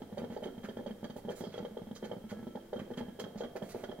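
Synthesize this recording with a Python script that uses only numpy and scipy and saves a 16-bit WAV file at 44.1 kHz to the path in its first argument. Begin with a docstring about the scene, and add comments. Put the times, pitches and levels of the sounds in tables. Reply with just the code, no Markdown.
"""A stone kitchen counter under cabinets: a drip coffeemaker brews, a little to the right.
Steam bubbles burst in its water tube in uneven clusters; each thumps the hollow plastic housing,
sets the tube ringing thinly and throws spatter. Steam puffs and water squelches from the spout.
Wall, counter and cabinets reflect closely. Faint tones come and go over quiet room noise."""
import sys
import numpy as np
from scipy import signal
from scipy.fft import rfft, irfft
from scipy.io import wavfile
from scipy.ndimage import uniform_filter1d

SR = 44100
rng = np.random.default_rng(int(sys.argv[2]) if len(sys.argv) > 2 else 0)


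def digitize_waveform(pressure):
    """Quantize a signal to 16-bit integers and store it at the path in sys.argv[1].

    Rows of a 2-D input are taken as channels; values are limited to [-1, 1].
    """
    field = np.atleast_2d(pressure).T
    bounded = np.clip(field, -1, 1)
    quanta = np.round(bounded * 32767).astype(np.int16)
    wavfile.write(sys.argv[1], SR, quanta)


N = 176400
T = np.arange(N) / SR


def amp(db):
    """Decibels to gain."""
    return 10 ** (np.asarray(db) / 20)


def unit(x):
    """Scales to rms 1."""
    return x / np.sqrt(np.mean(x ** 2) + 1e-20)


def lookup(curve, hz):
    """Interpolates a table on a log-frequency axis."""
    knots_hz, values = np.transpose(curve)
    return np.interp(np.log(hz + 1), np.log(knots_hz + 1), values)


def colour(x, curve, db_scale=1):
    """Filters by a table of dB over frequency."""
    hz = np.fft.rfftfreq(2 * N, 1 / SR)
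    return irfft(rfft(x, 2 * N) * amp(db_scale * lookup(curve, hz)))[..., :N]


def convolve(x, responses):
    """Passes mono x through one impulse response per channel."""
    return signal.fftconvolve(np.atleast_2d(x), responses, axes=1)[:, :N]


def grains(per_s, spread_db):
    """Random clicks of uneven size, rms 1."""
    clicks = (rng.random(N) < per_s / SR) * rng.choice([-1, 1], N)
    return unit(clicks * amp(spread_db * np.minimum(rng.exponential(1, N), 3)))


def add_bubble(mix, s, db, hz, decay_s=0.0045, push_hz=423, onset_cycles=0.36):
    """One bubble: a short push of air and a swing at its own pitch that holds, then stops short."""
    a, b = np.clip([int((s - 0.01) * SR), int((s + 0.06) * SR)], 0, N)
    t = T[a:b] - s
    u = np.pi * push_hz * t
    push = np.sqrt(hz / push_hz) * (1 - 3 * u ** 2) / (1 + u ** 2) ** 3
    rise = np.exp(-(np.minimum(t, 0) * hz / onset_cycles) ** 2)
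    fall = np.exp(-(np.maximum(t, 0) / decay_s) ** 1.5)
    mix[a:b] += amp(db) * (push + rise * fall * np.cos(2 * np.pi * hz * t))


# Bursting bubbles. Each row: time in seconds, relative level in dB, pitch in Hz, decay in seconds.
BUBBLES = [(0.0203, -33, 240, 0.0053), (0.1266, -36, 207, 0.013), (0.1749, -38, 560, 0.0052),
           (0.1802, -38, 491.0, 0.0017), (0.1888, -35.5, 216, 0.013), (0.2199, -32.5, 240, 0.0045),
           (0.2323, -37, 240, 0.018), (0.2419, -36, 485, 0.0047), (0.3023, -33.5, 188, 0.0061),
           (0.325, -35.5, 234, 0.0091), (0.3664, -34.5, 481, 0.0056), (0.3714, -42, 388, 0.009),
           (0.4233, -39.5, 222.0, 0.014), (0.428, -40.5, 600, 0.0055), (0.4375, -45, 417, 0.017),
           (0.4547, -37.0, 220, 0.011), (0.4601, -37, 370, 0.013), (0.465, -40, 462, 0.007),
           (0.4871, -38.5, 266, 0.014), (0.548, -44.5, 241, 0.022), (0.58, -37, 208, 0.0084),
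           (0.6434, -34.5, 220, 0.0097), (0.6879, -38, 420, 0.0045), (0.6956, -35.5, 217, 0.0076),
           (0.7708, -36.5, 227, 0.0093), (0.7715, -35.5, 494, 0.0024), (0.7938, -41.5, 388, 0.012),
           (0.7977, -35, 237, 0.013), (0.8622, -38.5, 560, 0.0078), (0.8692, -34, 218, 0.0098),
           (0.8788, -45, 459, 0.007), (0.9081, -35.5, 223, 0.016), (1.0309, -32.5, 219, 0.006),
           (1.0449, -33.5, 231, 0.012), (1.0998, -35.5, 224, 0.013), (1.1637, -38, 195, 0.0056),
           (1.1648, -41, 472, 0.0046), (1.2508, -35, 216, 0.02), (1.277, -37, 219, 0.012),
           (1.2856, -34.5, 485, 0.011), (1.2904, -39, 419.0, 0.014), (1.2989, -37.5, 190, 0.0064),
           (1.3097, -37, 370, 0.0032), (1.4087, -31.5, 239, 0.0052), (1.4142, -38.5, 330, 0.0038),
           (1.4387, -36.5, 414, 0.0067), (1.4708, -35, 207, 0.012), (1.5432, -38.5, 400, 0.0026),
           (1.5799, -37, 491.0, 0.0052), (1.5897, -38.5, 270, 0.009), (1.6027, -37, 183, 0.013),
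           (1.6282, -36.0, 233, 0.012), (1.6503, -36.5, 497, 0.0051), (1.711, -44, 216, 0.037),
           (1.7711, -36, 488, 0.0042), (1.7756, -41.5, 262, 0.013), (1.8186, -35, 207, 0.0083),
           (1.8709, -38.5, 224, 0.016), (1.9128, -34.5, 222.0, 0.012), (2.028, -34.5, 377.0, 0.0043),
           (2.0321, -37, 210.0, 0.0093), (2.0417, -40, 483, 0.007), (2.0473, -44, 231, 0.016),
           (2.097, -40, 231, 0.011), (2.1154, -35, 538, 0.0035), (2.1237, -38, 203, 0.0074),
           (2.1339, -42.5, 534, 0.002), (2.1668, -35.5, 203, 0.0055), (2.242, -39.5, 221, 0.034),
           (2.318, -35, 209, 0.018), (2.3278, -37, 477, 0.0015), (2.3704, -41, 211, 0.012),
           (2.3934, -38, 230, 0.016), (2.4289, -36.5, 224, 0.011), (2.4698, -33.5, 232, 0.013),
           (2.5526, -46.5, 487, 0.007), (2.5561, -36.5, 477, 0.0016), (2.5571, -36, 220, 0.014),
           (2.7311, -33, 487, 0.0074), (2.736, -38.5, 407, 0.0054), (2.7601, -36.5, 232, 0.012),
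           (2.7657, -39.5, 347, 0.0078), (2.7991, -33.5, 214, 0.0036), (2.8185, -36.5, 214, 0.011),
           (2.9051, -38, 410, 0.0032), (2.913, -35, 240, 0.013), (2.9746, -38, 183, 0.013),
           (2.9796, -35.5, 255, 0.015), (3.0068, -40.0, 506, 0.0098), (3.0115, -32.5, 229, 0.014),
           (3.0851, -35, 216, 0.0086), (3.191, -40.0, 390, 0.012), (3.2009, -40.5, 483, 0.01),
           (3.2169, -41.0, 224, 0.02), (3.2407, -34.5, 220, 0.01), (3.267, -39, 402, 0.0028),
           (3.3588, -34.5, 208, 0.015), (3.4079, -34, 501, 0.0086), (3.4127, -49, 418, 0.029),
           (3.4353, -40.5, 480, 0.0076), (3.4405, -36.5, 235, 0.018), (3.4477, -43, 594, 0.0059),
           (3.5563, -37, 490, 0.0077), (3.5615, -35.5, 390, 0.007), (3.6211, -38, 607.0, 0.0056),
           (3.6252, -32.5, 200, 0.01), (3.7477, -33, 388, 0.0055), (3.7558, -37.5, 226, 0.0075),
           (3.839, -33.5, 432, 0.00071), (3.8908, -37, 235, 0.01), (3.8957, -38, 353, 0.007),
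           (3.927, -40, 464, 0.0026), (3.9901, -39.5, 222.0, 0.022)]
def boiling(simmer_per_s=100, simmer_db=-55, simmer_hz=320):
    """Steam bubbles burst in the tube, each trailed by two small ones, over a steady simmer."""
    out = np.zeros(N)
    for s, db, hz, decay_s in BUBBLES:
        add_bubble(out, s, db + 0.5, hz, decay_s)
        for lag, pitch in rng.random((2, 2)):
            delay_s = 0.0049 + 0.0171 * lag
            add_bubble(out, s + delay_s, db - 9, hz * np.exp(0.666 * (2 * pitch - 1)))
    candidates = 800
    for when, chance, size, pitch in rng.random((candidates, 4)):
        if chance < simmer_per_s * T[-1] / candidates:
            hz = simmer_hz * 2 ** (2 * pitch - 1)
            add_bubble(out, when * T[-1], simmer_db + 12 * (size - 0.5), hz)
    return out


# Housing response. Each row: frequency in Hz, gain in dB.
HOUSING_EQ = [(40, -25.5), (90, 3), (150, -2.5), (230, -1), (300, -1.5), (380, 0), (500, 2.5), (620, 3),
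              (730, -5.5), (860, 3.5), (1080, -8), (1350, -4), (1800, 14.5), (3000, 7)]
# Cavity modes. Each row: frequency in Hz, gain in dB, T60 in seconds.
HOUSING_MODES = [(235, -21, 0.077), (411.5, -24, 0.5), (475, -12, 0.45), (531, -1, 0.59), (603, -2.5, 0.36),
                 (658, 6, 0.6), (834, -4.5, 0.015)]
def housing_thumps(bubbles):
    """Bubbles thump the plastic housing, which rings hollow and sounds into the kitchen."""
    thumps = colour(bubbles, HOUSING_EQ)
    t = T[:SR // 2]
    modes = np.zeros(len(t))
    for hz, db, t60_s in HOUSING_MODES:
        damping = np.log(1000) / t60_s
        modes += amp(db) * 2 * damping / SR * np.exp(-damping * t) * np.cos(2 * np.pi * hz * t)
    close = near_field(thumps, echo_gain=0.58) + convolve(thumps, modes[None])
    return close + amp(-12) * room_tail(thumps, onset_s=0.0097)


def ping(s, db, hz, rise_s=0.00076, decay_s=0.0073):
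    """One struck resonance: a damped sine."""
    out = np.zeros(N)
    part = out[round(s * SR):][:SR // 10]
    t = T[:len(part)]
    part += amp(db) * (1 - np.exp(-t / rise_s)) * np.exp(-t / decay_s) * np.sin(2 * np.pi * hz * t)
    return out


# Strikes on the tube. Each row: start in seconds, relative level in dB, pitch in Hz.
CLINKS = [(0.019, -57.5, 3190), (0.1803, -51.5, 3110), (0.244, -56.5, 3200.0), (0.364, -62, 3060),
          (0.4331, -53.5, 3110), (0.4395, -53, 3130), (0.4707, -52, 3170), (0.6317, -57, 3210),
          (0.686, -53, 3210), (0.6899, -55.5, 3120), (0.7692, -50.5, 3220), (0.8634, -53.5, 3260),
          (0.8747, -57.5, 3150), (0.9087, -56.5, 3170), (1.0431, -50, 3186), (1.1, -57.5, 3140),
          (1.289, -48.5, 3160), (1.2987, -58, 3205.0), (1.409, -52, 3280), (1.4398, -51, 3250),
          (1.4505, -50.5, 3225), (1.5397, -49, 3310), (1.5786, -47.5, 3220), (1.6503, -50, 3195.0),
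          (1.7734, -53.5, 3240), (1.9616, -54, 3180), (2.027, -56, 3195.0), (2.0399, -54.0, 3135),
          (2.1156, -51.5, 3130), (2.292, -55, 3195.0), (2.3092, -55.5, 3230), (2.556, -54, 3222),
          (2.7308, -52.5, 3160), (2.7616, -55, 3170), (2.7657, -59, 3160), (2.7927, -54, 3130),
          (2.9354, -55.5, 3170), (2.9754, -48.5, 3250), (2.9805, -48.5, 3200), (3.009, -56, 3205.0),
          (3.1898, -54, 3195.0), (3.1985, -48, 3220.0), (3.2067, -53.5, 3330), (3.2394, -48.5, 3210),
          (3.4096, -47.5, 3190), (3.435, -48.5, 3230), (3.4465, -55.5, 3140), (3.5582, -57, 3215),
          (3.6242, -50, 3240), (3.75, -63, 3160.0), (3.8384, -46.5, 3200), (3.889, -55, 3305),
          (3.9136, -53, 3170)]
def clinks():
    """The tube clinks as bursts strike it."""
    return sum(ping(s, db + 5, hz) for s, db, hz in CLINKS)


def blips(max_delay_s=0.018, range_hz=(1150, 1950)):
    """A tiny bubble blips just after each clink."""
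    return sum(ping(s + rng.uniform(0, max_delay_s), db - 1, rng.uniform(*range_hz))
               for s, db, _ in CLINKS)


def burst_force(decay_s, bubble_gain_db=-23.5):
    """Force of the bursting films: a jump at each bubble and clink, then a quick decay."""
    jumps = np.zeros(N)
    for s, db, *_ in BUBBLES:
        jumps[round(s * SR)] += amp(db + bubble_gain_db) ** 2
    for s, db, _ in CLINKS:
        jumps[round(s * SR)] += amp(db) ** 2
    power = signal.lfilter([1], [1, -np.exp(-2 / (decay_s * SR))], jumps)
    return np.sqrt(power + 1e-20)


# Droplet spectrum. Each row: frequency in Hz, relative level in dB.
SPATTER_EQ = [(600, 1), (1000, 3.5), (1300, 2), (1750, 2), (2050, -5), (2650, -17.5), (3600, -7),
              (4700, -14), (6500, -17.5), (9000, -47), (16000, -53)]
def spatter():
    """Droplets from each burst patter on the plastic."""
    patter = unit(colour(grains(per_s=600, spread_db=-1.5), SPATTER_EQ))
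    return amp(0.5) * patter * burst_force(decay_s=0.011)


# Tube resonances. Each row: frequency in Hz, bandwidth in Hz, relative level in dB.
TUBE_MODES = [(3210, 70, 0), (3790, 100, -12), (2210, 60, -12)]
def tube_ring(steady_db=-72.5):
    """Droplets keep the tube ringing faintly, harder at each burst."""
    force = amp(-3) * burst_force(decay_s=0.0038) + amp(steady_db)
    drive = grains(per_s=3000, spread_db=3.5) * force
    t = T[:SR // 10]
    response = sum(amp(db) * np.sqrt(width) * np.exp(-np.pi * width * t) * np.sin(2 * np.pi * hz * t)
                   for hz, width, db in TUBE_MODES)
    return signal.fftconvolve(drive, response / np.linalg.norm(response))[:N]


# Drop impacts. Each row: start in seconds, relative level in dB.
TICKS = [(.1795, -54), (.2, -70), (.369, -64), (.44, -57), (.69, -62), (.865, -59), (1.042, -56.5),
         (1.099, -58.5), (1.314, -59), (1.58, -59), (1.652, -74), (2.732, -60), (3.838, -62)]
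# Modes of the plastic. Each row: frequency in Hz, gain in dB.
PLASTIC_MODES = [(3760, 3), (4200, -8), (4680, 0), (5540, -15), (6330, -3)]
def ticks(spread_db=2, detune=0.0084):
    """Drops tick on the plastic, ringing it a little differently each time."""
    out = np.zeros(N)
    for s, db in TICKS:
        for hz, mode_db in PLASTIC_MODES:
            level_db = db + mode_db + spread_db * rng.standard_normal()
            out += ping(s, level_db, hz * (1 + detune * rng.standard_normal()))
    return out


# Spout squelches. Each row: start in seconds, peak level in dB, centre pitch in Hz.
SQUELCHES = [(0.645, -48, 1536), (1.313, -49, 1650), (2.06, -55, 1570), (2.3, -51.5, 1446),
             (2.798, -54, 1830), (2.981, -48, 1756)]
def squelches(length_s=0.02, glide=0.043, roughness=0.089):
    """Water squeezed through the spout gives short, rough, slightly rising whistles."""
    out = np.zeros(N)
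    progress = np.linspace(0, 1, round(length_s * SR))
    swell = np.sin(np.pi * progress ** 0.71)
    for s, db, hz in SQUELCHES:
        waver = unit(uniform_filter1d(rng.standard_normal(SR // 5), size=60))[:len(swell)]
        pitch_hz = hz * (1 + glide * (progress - 0.5) + roughness * waver)
        whistle = np.sin(2 * np.pi * np.cumsum(pitch_hz) / SR)
        out[round(s * SR):][:len(swell)] += amp(db) * swell * whistle
    return out


# Steam puffs. Each row: start and length in seconds, then relative sputter, hiss and fizz in dB.
PUFFS = [(0.169, 0.043, -57, -88, -75), (0.312, 0.048, -61, -77.5, -84), (0.423, 0.044, -63, -79, -76),
         (0.635, 0.026, -53, -72, -74), (0.87, 0.029, -62, -87, -84), (1.032, 0.0087, -66, -87, -80),
         (1.16, 0.037, -65, -76, -70), (1.296, 0.029, -58, -70.5, -71), (1.355, 0.062, -64.5, -72, -65.5),
         (1.408, 0.056, -76, -75.5, -79), (1.52, 0.087, -60, -77.5, -91), (1.949, 0.019, -67, -63.5, -70),
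         (2.041, 0.015, -54.5, -67.5, -73), (2.292, 0.031, -57.5, -70, -72),
         (2.788, 0.012, -52.5, -75, -78), (2.968, 0.028, -53, -69, -71), (3.194, 0.007, -51.5, -57.5, -58),
         (3.374, 0.044, -61.5, -69, -85), (3.558, 0.013, -51, -67, -68), (3.621, 0.079, -67, -80, -74),
         (3.688, 0.04, -60, -68, -65.5), (3.739, 0.12, -63.5, -81, -73.5)]
# Spectra of the three parts. Each row: frequency in Hz, relative level in dB.
SPUTTER_EQ = [(400, -17), (1000, -2.5), (1600, -4.5), (2300, -6), (3200, -14.5), (4500, -21), (9000, -55)]
HISS_EQ = [(1500, -7), (3000, -9.5), (3900, 7), (5400, 1.5), (6900, 3.5), (8500, -22), (16000, -37)]
FIZZ_EQ = [(3000, -18), (6000, 2), (7500, 6.5), (10000, 8), (12500, 2.5), (15000, 4.5)]
def steam_puffs(rise_s=0.0052, fall_s=0.011):
    """Steam leaves the spout in puffs of wet sputter, hiss and fizz that rise fast, hold and die."""
    out = np.zeros(N)
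    for part, (spectrum, gain_db) in enumerate([(SPUTTER_EQ, 0.5), (HISS_EQ, 9.5), (FIZZ_EQ, 7)]):
        power = np.zeros(N)
        for s, length_s, *levels_db in PUFFS:
            rise = np.clip((T - s) / rise_s, 0, 1)
            fall = np.exp(-np.maximum(T - s - 0.84 * length_s, 0) / fall_s)
            power += (amp(levels_db[part]) * rise * fall) ** 2
        noise = unit(colour(grains(per_s=4500, spread_db=2.5), spectrum))
        out += amp(gain_db) * np.sqrt(power) * noise
    return out


# Course of the jet. Each row: time in seconds, band centre in Hz, level in dB.
JET_PATH = [(1.349, 7470, -90), (1.362, 7400, -62), (1.385, 7000, -69), (1.405, 5200, -69),
            (1.46, 4750, -64.5), (1.54, 4100, -72), (1.6, 4040, -90)]
def steam_jet(width_hz=1500):
    """One long, sputtering jet whose hiss sinks as the pressure falls."""
    s, hz, db = np.transpose(JET_PATH)
    pole = np.exp(-np.pi * width_hz / SR)
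    baseband = signal.lfilter([1], [1, -2 * pole, pole ** 2], grains(per_s=2900, spread_db=-2))
    carrier = np.cos(2 * np.pi * np.cumsum(np.interp(T, s, hz)) / SR)
    return unit(baseband * carrier) * np.interp(T, s, amp(db), left=0, right=0)


# Reflections at each microphone. Each row: delay in seconds, relative gain.
ECHOES_LEFT = [(.0023, 0.31), (.0031, -0.31), (.0047, 0.38), (.0083, 0.35), (.01, 0.19), (.0125, 0.18),
               (.0167, 0.25), (.0186, 0.22)]
ECHOES_RIGHT = [(.0028, -0.019), (.0051, 0.58), (.0064, 0.091), (.0083, 0.11), (.0099, -0.24),
                (0.0103, 0.2), (0.0187, 0.22), (0.023, 0.15)]
def near_field(x, echo_gain, direct_gain=0.8):
    """Direct sound plus single reflections from counter, wall and cabinets."""
    taps = np.zeros((2, SR // 20))
    taps[:, 0] = direct_gain
    for side, echoes in enumerate((ECHOES_LEFT, ECHOES_RIGHT)):
        for delay_s, gain in echoes:
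            taps[side, round(delay_s * SR)] += echo_gain * gain
    return convolve(x, taps)


# Kitchen decay. Each row: frequency in Hz, T60 in seconds.
ROOM_T60 = [(100, 1), (250, 0.7), (1000, 0.51), (3200, 0.47), (8000, 0.23), (16000, 0.4)]
def room_tail(x, onset_s):
    """Diffuse reverberation, each band dying at its own rate."""
    hz, t, bands = signal.stft(diffuse_noise()[:, :SR // 2], SR, nperseg=256)
    decay = amp(-60 * t / lookup(ROOM_T60, hz)[:, None])
    _, tail = signal.istft(bands * decay, SR, nperseg=256)
    tail *= np.minimum(T[:tail.shape[1]] / onset_s, 1) ** 2
    return convolve(x, tail / np.linalg.norm(tail[0]))


# Stereo balance. Each row: frequency in Hz, leftward bias in dB before scaling per side.
BALANCE = [(100, -3), (230, 0), (400, -5.5), (490, 3.5), (580, -7), (900, -8), (1250, 1.5), (1800, -4),
           (3200, -7), (4500, -5.5), (8000, -10.5), (15000, -2)]
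def lean_right(stereo):
    """Most bands reach the right microphone louder."""
    left, right = stereo
    return np.array([colour(left, BALANCE, db_scale=0.68), colour(right, BALANCE, db_scale=-0.42)])


# Tones under the bubbling. Each row: start in seconds, length in seconds, level in dB, pitch in Hz.
TONES = [(2.199, 0.98, -61, 335), (3.14, 1.7, -62.5, 703), (0, 0.63, -64.5, 706),
         (2.202, 0.46, -69.5, 1326), (2.327, 0.12, -69, 1673), (2.83, 0.4, -71, 1660)]
def faint_tones(waver_hz=2.36):
    """Slightly wavering tones fade in and out."""
    out = np.zeros(N)
    for s, length_s, db, hz in TONES:
        pitch_hz = hz + waver_hz * unit(uniform_filter1d(rng.standard_normal(N), size=3000))
        tone = unit(np.sin(2 * np.pi * np.cumsum(pitch_hz) / SR))
        progress = np.clip((T - s) / length_s, 0, 1)
        out += amp(db) * tone * np.sqrt(abs(np.sin(np.pi * progress)))
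    return out


# Room sound field. Each row: frequency in Hz, left-right correlation from 0 to 1.
CORRELATION = [(20, 0.85), (100, 1), (300, 0.97), (700, 0.012), (1500, 0.67), (4000, 0), (16000, 0)]
def diffuse_noise():
    """Stereo noise, alike in the bass and unrelated in the treble."""
    left, other = rfft(rng.standard_normal((2, N)))
    shared = lookup(CORRELATION, np.fft.rfftfreq(N, 1 / SR))
    right = shared * left + np.sqrt(1 - shared ** 2) * other
    return irfft(np.array([left, right]), N)


# Noise floor. Each row: frequency in Hz, relative level in dB.
FLOOR_EQ = [(10, 1.9), (22, 8), (48, -5), (90, -4), (160, -1), (220, 0.7), (300, -8), (480, -3), (800, -9),
            (1100, -15), (1700, -15), (2600, -23), (4000, -22), (8000, -25), (15500, -24)]
def background(floor_db=-59.5, whine_db=-90, whine_hz=14700):
    """Room rumble, microphone hiss and a very faint high whine."""
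    floor = amp(floor_db) * unit(colour(diffuse_noise(), FLOOR_EQ))
    return floor + amp(whine_db) * np.sin(2 * np.pi * whine_hz * T)


def scene():
    """The coffeemaker, right of centre, over the background."""
    treble = spatter() + tube_ring() + clinks() + ticks() + blips()
    treble += squelches() + steam_puffs() + steam_jet()
    close = near_field(treble, echo_gain=0.6)
    close[0] = np.roll(close[0], 3)  # left arrives 3 samples later
    machine = housing_thumps(boiling()) + close + amp(-9) * room_tail(treble, onset_s=0.00035)
    return lean_right(machine) + faint_tones() + background()


def record(dry, cutoff_hz=15830):
    """Steep low-pass band limit."""
    lowpass = signal.firwin(701, cutoff_hz, window=("kaiser", 8), fs=SR)
    return signal.oaconvolve(dry, lowpass[None], "same")


dry = scene()
out = record(dry)
digitize_waveform(out)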